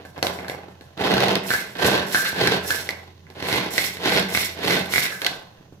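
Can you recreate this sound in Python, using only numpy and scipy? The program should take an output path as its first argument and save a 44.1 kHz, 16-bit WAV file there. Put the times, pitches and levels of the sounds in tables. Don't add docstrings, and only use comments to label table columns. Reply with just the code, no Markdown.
import sys
import numpy as np
from scipy import signal
from scipy.fft import rfft, irfft
from scipy.io import wavfile
from scipy.ndimage import uniform_filter1d

SR = 44100
rng = np.random.default_rng(int(sys.argv[2]) if len(sys.argv) > 2 else 0)


def master(y):
    cut = np.clip(np.atleast_2d(y).T, -1, 1)
    pcm = np.round(cut * 32767)
    wavfile.write(sys.argv[1], SR, pcm.astype(np.int16))


N = 255780


def gain_of(db):
    return 10 ** (np.asarray(db) / 20)


def evened(x):
    return x / np.sqrt(np.mean(x ** 2) + 1e-20)


def read(points, hz):
    f, value = np.transpose(points)
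    return np.interp(np.log(hz + 1), np.log(f + 1), value)


def columns(rows):
    s, *values = np.transpose(rows)
    return [np.interp(np.arange(N) / SR, s, v) for v in values]


def kernel(spectrum, peaks=()):
    hz = abs(np.fft.fftfreq(8192, 1 / SR))
    db = read(spectrum, hz) + sum(boost / (1 + (2 * (hz - f) / width) ** 2) for f, width, boost in peaks)
    log_gain = np.log(gain_of(np.maximum(db, -100)))
    h = np.fft.ifft(np.exp(np.conj(signal.hilbert(log_gain)))).real[:4096]
    return h / np.linalg.norm(h)


def ring(modes):
    t = np.arange(3000) / SR
    h = sum(gain_of(db) * np.exp(-np.pi * width * t) * np.sin(2 * np.pi * hz * t) for hz, width, db in modes)
    return h / np.linalg.norm(h)


def through(x, h):
    return signal.oaconvolve(np.atleast_2d(x), h[None], axes=1)[:, :N]


def impacts(per_s, spread_db, smooth, alike, clump_db, clump_s):
    luck, size, noise = rng.random((3, N)), rng.exponential(1, (3, N)), rng.standard_normal((4, N))
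    sizes = gain_of(spread_db * np.minimum(size, 4))
    taps = np.sign(noise[:3]) * sizes * (luck < per_s / SR)
    width = max(round(clump_s * SR), 2)
    slow_noise = uniform_filter1d(uniform_filter1d(noise[3], width), width)
    clumps = gain_of(clump_db * evened(slow_noise))
    both, *own = evened((evened(taps) + smooth * noise[:3]) * clumps)
    own = signal.sosfilt(signal.butter(4, 480, "high", fs=SR, output="sos"), own)
    alike = np.clip(alike, 0, 1)
    return np.sqrt(alike) * both + np.sqrt(1 - alike) * own


# time in seconds, level in dB.
HUM_LEVELS = [(0.0, -54), (0.89, -53), (1.06, -67), (1.21, -49), (1.55, -63), (2.03, -60), (2.34, -66),
              (2.62, -46.5), (3.62, -54.5), (4.65, -46), (5.15, -65), (5.8, -59)]
# frequency in Hz, relative level in dB per Hz.
AIR_COLOUR = [(15, -5), (25, -21), (65, -25), (103, -3.5), (131, 2.5), (192, -3.5), (232, -13), (339, -15),
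              (2400, -40), (2670, -27), (5570, -30), (6040, -25), (8370, -42), (15200, -36), (16500, -72)]
AIR_DB, HUM_HZ, HUM_WANDER_HZ = -54, 86.6, 1.07


def background():
    a, b = rng.standard_normal((2, N))
    apart = signal.sosfilt(signal.butter(2, 350, "high", fs=SR, output="sos"), b - a)
    air = gain_of(AIR_DB) * through([a, a + apart], kernel(AIR_COLOUR))
    wander = evened(uniform_filter1d(rng.standard_normal(N), 6000))
    hum = np.sqrt(2) * np.sin(2 * np.pi * np.cumsum(HUM_HZ + HUM_WANDER_HZ * wander) / SR)
    return air + gain_of(columns(HUM_LEVELS)[0]) * hum


# frequency in Hz, time to fall by 60 dB in seconds.
ECHO_TIMES = [(150, 0.26), (500, 0.49), (2000, 0.39), (5000, 0.39), (12000, 0.15)]


def kitchen(x):
    taps = np.zeros((2, SR))
    at = np.arange(100, SR - 20, 20) + rng.integers(0, 20, (2, (SR - 101) // 20))
    np.put_along_axis(taps, at, rng.choice([-1., 1.], at.shape), 1)
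    hz, t, bands = signal.stft(taps, SR, nperseg=128)
    fade = gain_of(-60 * t / read(ECHO_TIMES, hz)[:, None])
    tail = signal.istft(bands * fade, SR, nperseg=128)[1]
    tail[1] += signal.sosfiltfilt(signal.butter(2, 450, fs=SR, output="sos"), tail[0] - tail[1])
    return signal.fftconvolve(x[None], tail / np.linalg.norm(tail[0]), axes=1)[:, :N]


# time in seconds, dull thuds in dB, sharp ticks in dB.
HANDLING = [(0.0, -36.5, -53), (0.12, -76, -67), (0.17, -31, -51), (0.22, -53, -72), (0.45, -35, -54),
            (0.69, -48.5, -61.5), (0.95, -54, -62), (3.0, -89, -55), (3.28, -52, -67.5), (3.31, -45.5, -57),
            (3.4, -80, -87), (5.4, -50.5, -53), (5.8, -60, -77)]


def handling_power():
    return gain_of(columns(HANDLING)) ** 2


# time in seconds, then in dB the crack, counter boom,
# body knock, lower lid ring, upper lid ring and loose rattle.
KNOCKS = [(0.0511, -54, -41, -30, -35, -41, -41), (0.1786, -32, -34, -21, -39, -33, -42),
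          (0.2276, -5.5, -60, -9, -31, -18, -24), (0.247, -40, -50, -13, -45, -45, -40),
          (0.2683, -9.5, -60, -14, -46, -42, -23.5), (0.352, -45, -48, -27, -46, -48, -42),
          (0.3885, -35, -35, -24, -49, -23, -49), (0.4067, -33, -54, -41, -46, -41, -50),
          (0.4464, -42, -49, -38, -29, -31, -45), (0.4823, -22.5, -46, -29, -24.5, -46, -34),
          (0.4978, -19.5, -39, -18, -25, -18, -39), (0.548, -43, -47, -20.5, -50, -40, -54),
          (0.684, -47, -32, -35, -61, -55, -51), (0.8101, -37, -32.5, -53, -40, -60, -45.5),
          (2.8902, -13.5, -55, -22.5, -54, -11, -31.5), (2.9076, -20, -55, -32, -48, -27, -52),
          (3.268, -56, -51, -57, -48, -39, -61), (3.3014, -36, -38, -38, -44, -48, -50),
          (5.2178, -12.5, -49, -44, -20, -38, -27.5), (5.247, -11, -51, -36, -51, -49, -29),
          (5.2644, -4.5, -59, -39, -18.5, -20, -45), (5.2671, -6.5, -59, -42, -17, -25, -32),
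          (5.6092, -58, -38, -66, -58, -59, -73), (5.7244, -63, -30.5, -62, -67, -59.5, -58.5)]


def knock_blows():
    return [(s, crack, *parts, crack - 26) for s, crack, *parts, _ in KNOCKS]


def column(values):
    return np.reshape(values, (-1, 1))


# thuds, ticks, hiss, lower and upper ring, in dB.
RATTLE_DB = [-10, -15, -13, -16, -21]
RATTLE_FADE = [119, 160, 147, 117, 180]


def rattle_shapes(t):
    shapes = []
    for s, *_, rattle_db in KNOCKS:
        fade_db = column(RATTLE_FADE) * np.maximum(t - s, 0)
        shapes.append((s, rattle_db + column(RATTLE_DB) - fade_db))
    return shapes


REGRIP_S = 2.85


def lid_rings(s, db, muted_db):
    return (db, db + muted_db) if s < REGRIP_S else (db + muted_db, db)


# time in seconds, crack in dB, lid ring in dB.
SNAPS = [(1.505, -12, -9), (1.5374, -17, -9), (1.5135, -20, -10), (1.548, -22, -12), (2.1465, -9, -5),
         (2.1561, -24, -10), (2.181, -28, -14), (2.1724, -26, -13), (2.1884, -29, -19), (2.2494, -18, -25),
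         (2.7057, -10.5, -10.5), (3.7803, -6.5, -6), (4.3495, -15, -5), (4.374, -12, -6), (4.9374, -18, -6),
         (4.9594, -16, -6), (4.9806, -14, -5), (5.0544, -15, -22)]
SNAP_BODY_DB = -14


def snap_blows():
    return [(s, crack, crack + 2 * SNAP_BODY_DB, crack + SNAP_BODY_DB, *lid_rings(s, lid, -18), crack - 15)
            for s, crack, lid in SNAPS]


# time in seconds, crack in dB, thump in dB, lid ring in dB.
STRIKES = [(0.9764, -28, -28, -41), (1.0093, -22, -16, -30), (1.1394, -8.5, -10.5, -17),
           (1.1815, -21, -27, -18), (1.2042, -10.5, -40, -30), (1.2831, -11.5, -14, -35),
           (1.3546, -7, -19, -26), (1.7685, -26, -39, -38), (1.995, -16.5, -20, -30),
           (2.437, -18, -36, -36), (3.97, -26, -33, -25), (1.846, -9, -11, -21), (2.3294, -30, -23.5, -34),
           (2.3847, -22, -22, -26), (2.4735, -2, -16, -10), (3.3688, -47, -30, -37),
           (3.3991, -31, -30, -43), (3.4253, -22, -20, -20), (3.5272, -9, -18, -12), (4.075, -26, -20, -39),
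           (4.1953, -10, -24, -33), (4.7072, -14, -24, -9)]


def strike_blows():
    return [(s, crack, thump - 2, thump, *lid_rings(s, lid, -12), crack - 25)
            for s, crack, thump, lid in STRIKES]


# frequency in Hz, width in Hz, relative level in dB.
COUNTER = [(123, 49, -18), (192.5, 4.7, -9), (324, 170, 6.5)]
# frequency in Hz, width in Hz, relative level in dB.
BODY = [(424, 79, -33), (560, 22, 6), (694, 280, 29.5), (970, 140, 12.5)]


def blows():
    s, *parts_db = np.transpose(knock_blows() + strike_blows() + snap_blows())
    t = np.arange(500) / SR
    bursts = .25 * rng.standard_normal((len(s), 2, len(t))) * np.exp(-t / .002)
    bursts[:, :, 0] = 1
    at = np.round(s * SR).astype(int)[:, None] + np.arange(len(t))
    parts = [kernel(TICK, BOWL), ring(COUNTER), ring(BODY), ring(LID_LOW), ring(LID_HIGH), kernel(HISS)]
    chatters = [1, 0.13, 0.051, 0.15, 0.2, 0.17]
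    out = np.zeros((2, N))
    for h, db, chatter in zip(parts, parts_db, chatters):
        weight = np.where(t > 0, chatter, 1) * gain_of(db)[:, None]
        drive = np.zeros((2, N))
        for ear in range(2):
            np.add.at(drive[ear], at, bursts[:, ear] * weight)
        out += through(drive, h / abs(h).max())
    return out


# start in seconds, catch in seconds, length of the run in seconds,
# how many times the usual braking, then in dB the dull thuds, sharp ticks, hiss, lower and upper lid ring.
REWINDS = [(1.434, 1.501, 0.06, 1.01, -33.5, -33, -30.5, -32, -32),
           (2.066, 2.151, 0.035, 0.94, -35, -30.5, -28, -22.5, -53),
           (2.217, 2.253, 0.018, 1.44, -40, -29.5, -30, -22.5, -35.5),
           (2.627, 2.701, 0.085, 1.23, -33, -34, -30, -22.5, -45),
           (3.705, 3.772, 0.076, 1, -31, -28.5, -27.5, -42, -33.5),
           (4.285, 4.35, 0.1, 1.6, -33, -29, -29, -43, -31),
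           (4.89, 4.937, 0.06, 1.05, -33, -28, -26, -42, -29),
           (4.975, 5.037, 0.031, 4.3, -41, -28.5, -30, -29.5, -28.5),
           (5.06, 5.108, 0.043, 0.75, -49.5, -56, -40, -29.5, -55)]
# level at the start in dB, level just before the catch in dB,
# both against the row above and never over it.
WIND_UP = [(19, 16), (-25, 3.5), (-13, -1), (-17, -19), (-4, -22)]
RUN_SAG = [31, 7.7, 30, 180, 24]
SLACK = [54, 124, 129, 119, 124]


def rewind_shapes(t):
    first_db, last_db = map(column, np.transpose(WIND_UP))
    shapes = []
    for start, catch, run, braking, *levels_db in REWINDS:
        before = first_db + (last_db - first_db) * (t - start) / (catch - start)
        running = column(RUN_SAG) * np.minimum(t - catch, run)
        slowing = braking * column(SLACK) * np.maximum(t - catch - run, 0)
        shape = np.where(t < catch, np.minimum(before, 0), -running - slowing)
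        shapes.append((start, column(levels_db) + shape))
    return shapes


# frequency in Hz, relative level in dB per Hz.
HISS = [(2060, -31), (3500, -1), (4330, 4.5), (4650, -2), (5390, 7.5), (6750, -1), (7340, 5), (8900, -3),
        (12000, 6), (13400, -6), (15300, -0.5), (16000, -27), (16300, -58)]
# frequency in Hz, width in Hz, relative level in dB.
LID_LOW = [(1575, 20, 14.5), (1706, 32.6, 14), (1770, 40, -10)]
# frequency in Hz, width in Hz, relative level in dB.
LID_HIGH = [(2054, 103, 21), (2200, 120, 15)]


def cord(hiss, low, high):
    fine = impacts(per_s=5200, spread_db=8.5, smooth=1.0, alike=0.05, clump_db=2.5, clump_s=0.016)
    slips = impacts(per_s=320, spread_db=4.0, smooth=0.82, alike=0.37, clump_db=-0.5, clump_s=0.014)
    rings = through(low * slips, ring(LID_LOW)) + through(high * slips, ring(LID_HIGH))
    return through(hiss * fine, kernel(HISS)) + rings


# start in seconds, rise in seconds, hold in seconds, fastest moment in seconds,
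# then in dB the dull thuds, sharp ticks, hiss, lower lid ring and upper lid ring.
PULLS = [(0.969, 0.067, 0.29, 1.25, -17.5, -26, -57, -55, -51),
         (1.753, 0.086, 0.13, 1.87, -18.5, -25, -30, -25, -38),
         (2.331, 0.066, 0.15, 2.47, -20.5, -25.5, -37, -29, -34),
         (3.349, 0.11, 0.17, 3.53, -24, -27.5, -33.5, -39, -27),
         (3.997, 0.061, 0.12, 4.14, -21, -23, -34, -29.5, -26),
         (4.555, 0.14, 0.067, 4.72, -19.5, -22.5, -30, -35, -29)]
PULL_DEPTH = [1.05, 1.27, 0.94, 0.91, 1.9]
PEAK_SIDES = [2.4, 11, 153, 29, 100]


def pull_shapes(t):
    shapes = []
    for start, rise, hold, fastest, *levels_db in PULLS:
        end = start + rise + hold
        swell = -15 * np.clip(1 - (t - start) / rise, 0, 1) - 147 * np.maximum(t - end, 0)
        off_peak = abs(np.clip(t, start, end) - fastest)
        db = column(levels_db) + column(PULL_DEPTH) * swell - column(PEAK_SIDES) * off_peak
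        shapes.append((start, db))
    return shapes


def effort():
    t = np.arange(0, N + 32, 32) / SR
    rattles = rattle_shapes(t)
    shapes = pull_shapes(t) + rewind_shapes(t) + rattles
    power = sum(gain_of(db) ** 2 * (t >= start) for start, db in shapes)
    shaken = sum(gain_of(db[0]) ** 2 * (t >= start) for start, db in rattles)
    powers = np.array([np.interp(np.arange(N) / SR, t, p) for p in [*power, shaken]])
    powers[:2] += handling_power()
    return np.sqrt(powers)


# frequency in Hz, relative level in dB per Hz.
THUD = [(35, -83), (60, -18.5), (183, -1), (279, -6.5), (464, -7.5), (521, -9.5), (1050, -7), (1240, -16.5),
        (1530, -8.5), (1780, -11), (1990, -15), (2420, -18.5), (3000, -20.5), (3900, -39.5), (6600, -120)]
# frequency in Hz, relative level in dB per Hz.
TICK = [(760, -33.5), (1300, -17.5), (1540, -4), (1770, -9.5), (2030, -3), (2420, -9.5), (4230, -7.5),
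        (6140, -18.5), (8350, -28), (12000, -21.5), (15600, -39), (22000, -120)]
# frequency in Hz, width in Hz, boost in dB.
BOWL = [(125.6, 10.2, 9), (169, 26.6, 8), (363, 167, 8), (446, 136, 4.5), (592, 74, 5.5), (663, 18.4, 9),
        (822, 20, 5.5), (2570, 490, 3), (3650, 610, 3), (4300, 79, 4.5), (5800, 160, 1.5)]
RUMBLE_DB = -3


def churn(dull, sharp, shaken):
    hits = impacts(per_s=500, spread_db=3.5, smooth=0.59, alike=0.43, clump_db=2.5, clump_s=0.011)
    bowl = through(dull * hits, kernel(THUD, BOWL)) + through(sharp * hits, kernel(TICK, BOWL))
    rumble = gain_of(RUMBLE_DB) * through(dull * hits, ring(COUNTER[1:2]))
    hollow = through(shaken * hits, ring(BODY))
    return bowl + rumble + hollow


RIGHT_LAG, ECHO_DB, BASS_CUT_HZ = 6, -5.5, 78.4


def scene():
    gains = effort()
    left, right = churn(*gains[[0, 1, 5]]) + cord(*gains[2:5]) + blows()
    direct = np.array([left, np.roll(right, RIGHT_LAG)])
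    chopper = direct + gain_of(ECHO_DB) * kitchen((left + right) / 2)
    bass_cut = signal.butter(4, BASS_CUT_HZ, "high", fs=SR, output="sos")
    return signal.sosfilt(bass_cut, chopper) + background()


# frequency in Hz, left over right in dB.
LEFT_OVER_RIGHT = [(60, -3), (180, -2), (550, -3.5), (1650, -3), (4970, -3.0), (15000, -6)]
EDGE_HZ = 16500


def record(dry):
    half_db = read(LEFT_OVER_RIGHT, np.fft.rfftfreq(N, 1 / SR)) / 2
    coloured = irfft(rfft(dry) * gain_of([half_db, -half_db]), N)
    rounded = coloured / (1 + abs(coloured / .9) ** 4) ** .25
    band_limit = signal.firwin(511, EDGE_HZ, window=("kaiser", 9), fs=SR)
    return signal.oaconvolve(rounded, band_limit[None], "same")


dry = scene()
out = record(dry)
master(out)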